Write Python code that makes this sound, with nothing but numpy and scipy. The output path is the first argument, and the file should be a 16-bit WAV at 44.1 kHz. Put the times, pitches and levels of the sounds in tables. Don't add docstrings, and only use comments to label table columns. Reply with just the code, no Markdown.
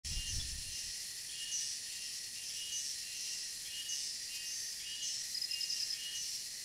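import sys
import numpy as np
from scipy import signal
from scipy.fft import rfft, irfft
from scipy.io import wavfile

SR = 44100
rng = np.random.default_rng(int(sys.argv[2]) if len(sys.argv) > 2 else 0)


def transcribe(u):
    v = np.clip(np.atleast_2d(u).T, -1, 1)
    q = np.round(v * 32767).astype(np.int16)
    wavfile.write(sys.argv[1], SR, q)


N = 292824
TIME = np.arange(N) / SR

# frequency_hz, relative_density_db
AIR_SPECTRUM = [(15, -0.5), (45, -2.5), (110, 0.5), (180, -3.5), (300, -6.5), (600, -10.5), (1100, -15),
                (2500, -15), (8000, -38)]
CHORUS_SPECTRUM = [(1400, -46), (1700, -21), (2200, -15), (2700, -15.5), (3300, -24.5), (3900, -11),
                   (4500, -4), (5600, 0), (6600, -6.5), (7500, -4.5), (8500, -14), (9600, -12),
                   (11500, -20), (15800, -29.5)]
DIN_SPECTRUM = [(1600, -25), (2100, -11), (2550, 1), (2900, 2), (3150, 1.5), (3700, 1), (4200, -1),
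                (5000, -38)]
FIZZ_SPECTRUM = [(7000, -22), (9500, -11.5), (10700, 0), (12000, -7.5), (12900, -3.5), (14000, -14),
                 (15800, -21)]
RUMBLE_SPECTRUM = [(12, -2), (30, 3), (80, 0), (125, -10), (175, -14.5), (260, -26), (450, -38),
                   (1500, -44)]
# start_s, length_s, relative_level_db
FIZZ_BURSTS = [(.5, 0.79, -62), (.95, 0.38, -58), (1.8, 1.6, -61), (3.47, 0.55, -57.5), (4.25, 0.62, -57),
               (5.2, 0.46, -56), (5.6, 1.2, -58.5)]
# start_s, length_s, gain_db
SHRILL_LULL = [(4.75, 0.55, -3)]
# start_s, length_s, level_db, full_pitch_hz, whistle_share
TRILL_CALLS = [(-.3, 1.28, -55.5, 4270, 0.1), (0.795, 1.68, -56, 4340, 0.15), (2.8, 1.11, -56, 4236, 0.52),
               (3.9, 0.6, -57.5, 4280, 0), (4.896, 2.4, -56, 4240, 0.33)]
# start_s, length_s, level_db
BUFFETS = [(.0, 0.648, -47), (.075, 0.087, -41.5), (.155, 0.064, -38.5), (.31, 0.12, -40.5),
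           (.62, 0.14, -53), (.83, 0.096, -54.5)]

# start_s, length_s, level_db
NEAR_WHINES = [(0.053, 0.27, -48.5), (1.289, .28, -47.5), (2.49, 0.29, -47.5), (3.644, 0.33, -47),
               (4.793, .3, -47), (5.919, .29, -47)]
# start_s, length_s, level_db, noise_share, tymbal_imbalance
NEAR_RASPS = [(.265, 0.18, -45.5, 0.3, 0), (1.512, 0.26, -42.5, 0.25, 0.4), (2.717, 0.24, -43.5, 0, 0.54),
              (3.885, 0.25, -43.5, 0.21, 0.7), (5.021, 0.25, -43.5, 0.25, 0.25),
              (6.146, 0.25, -46, 0.26, 0.86)]
# start_s, length_s, level_db, noise_share
FAR_WHINES = [(0.528, .4, -56.5, 0.25), (1.804, 0.37, -55.5, 0.38), (2.33, 0.16, -55, .3),
              (2.98, 0.46, -54.5, 0.22), (4.274, 0.19, -49.5, 0), (5.469, 0.19, -46.5, 0),
              (5.7, .15, -53.5, 0.24)]
# start_s, length_s, level_db, click_rate_hz, noise_share, tymbal_imbalance
FAR_RASPS = [(.0, 0.17, -48, 287, 0.65, 0.36), (.7, 0.28, -50.5, 286, 0.51, 0.51),
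             (1.98, 0.24, -51.5, 287, 0.44, 0.36), (2.43, 0.2, -51, 296.7, 0.47, 0.24),
             (3.14, 0.37, -48.5, 292, 0.6, 0.34), (4.45, 0.26, -47.5, 287.8, 0.069, .97),
             (5.66, 0.26, -46, 285, 0.43, 1)]
# length_share, gain_db, resonance_hz, width_hz, upper_mode_db, imbalance_share
NEAR_WHINE_COURSE = [(0, -6.5, 2090, 450, 12, 1), (.12, -9, 2440, 400, -1.5, 1),
                     (.22, -3.5, 2750, 300, -13, 1), (.46, 2.5, 2880, 223, -14.5, 1),
                     (.7, -1, 2836, 218, -9, 1), (.85, 4, 2885, 197, -21, 0.85),
                     (1, -9, 2780, 220, -24, 0.92)]
NEAR_RASP_COURSE = [(0, 2, 6600, 456, -11, 0), (.08, 4.5, 6050, 705, -29, 0), (.25, 4.5, 5900, 920, -18, 0),
                    (.45, 0, 5500, 1200, -8.5, 1), (.78, 0.5, 5580, 1070, -11.5, 1),
                    (1, -8, 5250, 1200, -22, 1)]
FAR_WHINE_COURSE = [(0, -13.5, 2760, 330, -14, 1), (.2, -0.5, 2740, 260, -24, 1),
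                    (.7, 1.5, 2750, 260, -17, 1), (1, -7.5, 2700, 330, -20, 1)]
FAR_RASP_COURSE = [(0, 1, 5870, 1580, -18, 1), (.2, 5.2, 5670, 1500, -24, 1),
                   (.5, 3.2, 5670, 1500, -4.5, 0.84), (.8, 1.6, 5580, 1440, -9, 0.94),
                   (1, 0.82, 5550, 1480, -13, 0.92)]
# frequency_hz, gain_db
NEAR_BODY = [(2300, 0), (2600, -4), (2890, 0), (3200, 1), (3530, 3), (4600, 0), (4850, 2), (5120, 0),
             (5405, 2), (5690, -4), (5970, 0)]
FAR_BODY = [(3100, 3.5), (3700, 2), (4750, -4), (5050, 9), (5340, 4.5), (5630, 6), (5920, 1.5), (6200, 8.5),
            (6500, -4.5)]

# start_s, level_db
TICKS = [(.4008, -33), (.4043, -40), (.4112, -35), (.414, -31)]
# frequency_hz, gain_db, t60_s
TICK_MODES = [(3440, -3, 0.033), (5800, -26, 0.0078), (7000, -28, .004)]
# start_s, length_s, level_db
CRICKET_CALL = [(3.78, 1.3, -53.5)]
# start_s, level_db, starting_pitch_hz
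CHIRPS = [(5.343, -37, 5080), (5.4125, -35, 5150), (5.508, -35, 5180), (5.604, -35, 5200),
          (5.698, -35, 5160), (5.797, -35, 5160), (5.9005, -35.5, 5230)]
# frequency_hz, t60_s
FOREST_DECAY = [(1000, 0.84), (3000, 0.64), (6000, 0.42), (12000, 0.19)]
# time_s, gain
SWITCH_ON = [(.035, 0), (.037, .04), (.046, .08), (.049, 1)]


def amp(db):
    return 10 ** (np.asarray(db) / 20)


def unit_rms(x):
    return x / np.sqrt(np.mean(x ** 2) + 1e-20)


def at_frequency(points, hz):
    frequency, value = np.transpose(points)
    return np.interp(np.log(hz + 1), np.log(frequency + 1), value)


def follow(rows, t=TIME):
    times, *columns = np.transpose(rows)
    return [np.interp(t, times, column) for column in columns]


def add(mix, start_s, sound):
    part = mix[max(round(start_s * SR), 0):][:len(sound)]
    part += sound[:len(part)]


def noise(spectrum):
    gain = amp(at_frequency(spectrum, np.fft.rfftfreq(N, 1 / SR)))
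    return unit_rms(irfft(rfft(rng.standard_normal(N)) * gain, N))


def wander(rate_hz, t=TIME):
    return np.interp(t * rate_hz, np.arange(2048), rng.standard_normal(2048))


def swell(start_s, length_s, edge_s):
    inside = np.minimum(TIME - start_s, start_s + length_s - TIME) / min(edge_s, length_s / 2)
    return np.sin(np.pi / 2 * np.clip(inside, 0, 1))


def bursts(rows, edge_s):
    return np.sqrt(sum((amp(db) * swell(start, length, edge_s)) ** 2 for start, length, db in rows))


def mode(hz, centre_hz, width_hz):
    return 1 / (1 + 2j * (hz - centre_hz) / width_hz) ** 2


def resonate(x, hz, width_hz):
    carrier = np.exp(2j * np.pi * np.cumsum(hz * np.ones(len(x))) / SR)
    pole = np.exp(-np.pi * width_hz / SR)
    return (carrier * signal.lfilter([(1 - pole) ** 2], [1, -2 * pole, pole * pole], x / carrier)).real


def forest(x, wet_db):
    hz, t, spectra = signal.stft(rng.standard_normal(SR * 3 // 4), SR, nperseg=256)
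    decay = amp(-60 * t / at_frequency(FOREST_DECAY, hz)[:, None])
    build_up = np.minimum(t / .02, 1)
    tail = signal.istft(spectra * decay * build_up, SR, nperseg=256)[1]
    heard = unit_rms(np.pad(x, (0, len(tail) - 1))) + amp(wet_db) * unit_rms(signal.fftconvolve(x, tail))
    return heard * np.linalg.norm(x) / np.linalg.norm(heard)


def insect_band(hz, width_hz, throb_hz, throb_db):
    strokes = np.sin(2 * np.pi * np.cumsum(throb_hz * (1 + 0.031 * wander(3.92))) / SR)
    return unit_rms(resonate(rng.standard_normal(N), hz, width_hz) * amp(throb_db * strokes))


def still_air():
    return amp(-67) * noise(AIR_SPECTRUM)


def chorus(stir_s=0.31, join_s=.55, ebb_db_per_s=0.5, flutter_db=1.21):
    stirred = sum(swell(start + 0.074, stir_s, stir_s) for start, *_ in NEAR_RASPS)
    near_joins = [swell(start, join_s, join_s / 4) for start, *_ in NEAR_WHINES]
    far_joins = [swell(start, length, length / 4) for start, length, *_ in FAR_WHINES]
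    joined = np.max(near_joins + far_joins, axis=0)
    hiss = noise(CHORUS_SPECTRUM) * amp(-46.5 + 0.87 * stirred)
    din = noise(DIN_SPECTRUM) * amp(-57.5 + 2 * joined - ebb_db_per_s * TIME)
    fizz = noise(FIZZ_SPECTRUM) * np.hypot(amp(-65), amp(-2) * bursts(FIZZ_BURSTS, edge_s=0.077))
    return (hiss + din + fizz) * amp(flutter_db * wander(70))


def drone(pitch_hz=1885, swing_hz=42.5, phrase_s=1.11, low_point_s=2.68):
    hz = pitch_hz - swing_hz * np.cos(2 * np.pi * (TIME - low_point_s) / phrase_s)
    return insect_band(hz, width_hz=208, throb_hz=32.2, throb_db=.5) * amp(-62 + 2 * wander(9))


def shrill(fade_db_per_s=0.62):
    lull_db = sum(db * swell(start, length, length) for start, length, db in SHRILL_LULL)
    level_db = -52.5 - fade_db_per_s * TIME + lull_db
    hz = np.linspace(9620, 9300, N)
    return insect_band(hz, width_hz=800, throb_hz=44.5, throb_db=.5) * amp(level_db)


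def trill(flat_hz=111, climb_s=.45, waver_hz=8):
    out = np.zeros(N)
    for start, length, db, full_hz, whistle_share in TRILL_CALLS:
        hz = full_hz - flat_hz * np.exp(-np.maximum(TIME - start, 0) / climb_s)
        whistle = np.sqrt(2) * np.sin(2 * np.pi * np.cumsum(hz + waver_hz * wander(50)) / SR)
        scratch = insect_band(hz, width_hz=230, throb_hz=25.6, throb_db=-0.5)
        voice = np.sqrt(whistle_share) * whistle + np.sqrt(1 - whistle_share) * scratch
        out += amp(db) * swell(start, length, edge_s=0.18) * voice
    return out


def rumble():
    return noise(RUMBLE_SPECTRUM) * bursts(BUFFETS, edge_s=0.049)


def tymbal_song(notes, course, colour, upper_hz, upper_width_hz, waver, wet_db,
                scoop=0, spin_up_share=1, stutter=0, hoarse_db=0):
    out = np.zeros(N)
    order = np.arange(12, 66)[:, None]
    for start, length, db, click_hz, noise_share, imbalance in notes:
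        t = np.arange(int(length * SR)) / SR
        gain_db, body_hz, width_hz, upper_db, imbalance_share = follow(course, t / length)
        upper_gain = amp(upper_db + hoarse_db * noise_share)
        lag = np.exp(-t / (spin_up_share * length))
        speed = 1 - scoop * lag + waver * wander(60, t)
        roughness = np.clip(noise_share + stutter * lag, 0, 1)
        cycles = np.cumsum(click_hz * speed) / SR
        odd = np.clip(imbalance * imbalance_share, 0, 1)
        nominal_hz = order * click_hz / 2
        strength = np.where(order % 2, odd, 1 - odd) * amp(at_frequency(colour, nominal_hz))
        body = mode(nominal_hz * speed, body_hz, width_hz)
        upper = upper_gain * mode(nominal_hz * speed, upper_hz, upper_width_hz)
        lines = strength * (body - upper)
        tone = (lines * np.exp(1j * np.pi * order * cycles)).real.sum(0) / np.linalg.norm(lines, axis=0)
        scrape = rng.standard_normal(SR)[:len(t)] * (2 + np.cos(2 * np.pi * cycles))
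        rasp = unit_rms(resonate(scrape, body_hz, width_hz.mean()))
        rasp += upper_gain * unit_rms(resonate(scrape, upper_hz, upper_width_hz))
        song = np.sqrt(1 - roughness) * unit_rms(tone) + np.sqrt(roughness) * unit_rms(rasp)
        envelope = amp(db + gain_db) * signal.windows.tukey(len(t), .06)
        add(out, start, forest(envelope * song, wet_db))
    return out


def cicada_whines(near_click_hz=289.8, far_click_hz=281.7, cold_hz=7, warm_up_s=1.2, imbalance=.03):
    near_notes = [(start, length, db, near_click_hz - cold_hz * np.exp(-start / warm_up_s), 0.032, imbalance)
                  for start, length, db in NEAR_WHINES]
    far_notes = [(start, length, db, far_click_hz, noise_share, imbalance)
                 for start, length, db, noise_share in FAR_WHINES]
    near = tymbal_song(near_notes, NEAR_WHINE_COURSE, NEAR_BODY, upper_hz=3240, upper_width_hz=460,
                       waver=0.00089, wet_db=-5.5, scoop=.12, spin_up_share=.125, stutter=0.56)
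    far = tymbal_song(far_notes, FAR_WHINE_COURSE, FAR_BODY, upper_hz=3090, upper_width_hz=260,
                      waver=0.00092, wet_db=-0.5, scoop=0.0398, spin_up_share=0.152, hoarse_db=43)
    return near + far


def cicada_rasps(near_click_hz=284.4):
    near_notes = [(start, length, db, near_click_hz, noise_share, imbalance)
                  for start, length, db, noise_share, imbalance in NEAR_RASPS]
    near = tymbal_song(near_notes, NEAR_RASP_COURSE, NEAR_BODY, upper_hz=8110, upper_width_hz=1040,
                       waver=0.00074, wet_db=-1.5)
    far = tymbal_song(FAR_RASPS, FAR_RASP_COURSE, FAR_BODY, upper_hz=7730, upper_width_hz=410,
                      waver=0.00065, wet_db=-0.5)
    return near + far


def ticks():
    t, out = np.arange(SR // 20) / SR, np.zeros(N)
    ring = sum(amp(db - 60 * t / t60) * np.sin(2 * np.pi * hz * t) for hz, db, t60 in TICK_MODES)
    for start, db in TICKS:
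        add(out, start, amp(db) * ring)
    return forest(out, wet_db=-13)[:N]


def cricket():
    return insect_band(4790, width_hz=440, throb_hz=11, throb_db=1) * bursts(CRICKET_CALL, edge_s=.12)


def bird(chirp_s=0.018, pair_spacing_s=.025):
    progress, out = np.linspace(0, 1, int(chirp_s * SR)), np.zeros(N)
    glide = 1 - .095 * progress ** 3
    envelope = signal.windows.tukey(len(progress), .55)
    for start, db, hz in CHIRPS:
        whistle = np.sqrt(2) * np.sin(2 * np.pi * np.cumsum(hz * glide) / SR)
        for onset in (start, start + pair_spacing_s):
            add(out, onset, amp(db) * whistle * envelope)
    return forest(out, wet_db=-15)[:N]


def scene():
    mix = still_air() + chorus() + drone() + shrill() + trill() + rumble()
    mix += cicada_whines() + cicada_rasps() + ticks() + cricket() + bird()
    return np.array([mix, mix])


def record(dry):
    live = dry * follow(SWITCH_ON)[0]
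    low_pass = signal.firwin(511, cutoff=15760, window=("kaiser", 9), fs=SR)
    return signal.oaconvolve(live, low_pass[None], "same")


dry = scene()
out = record(dry)
transcribe(out)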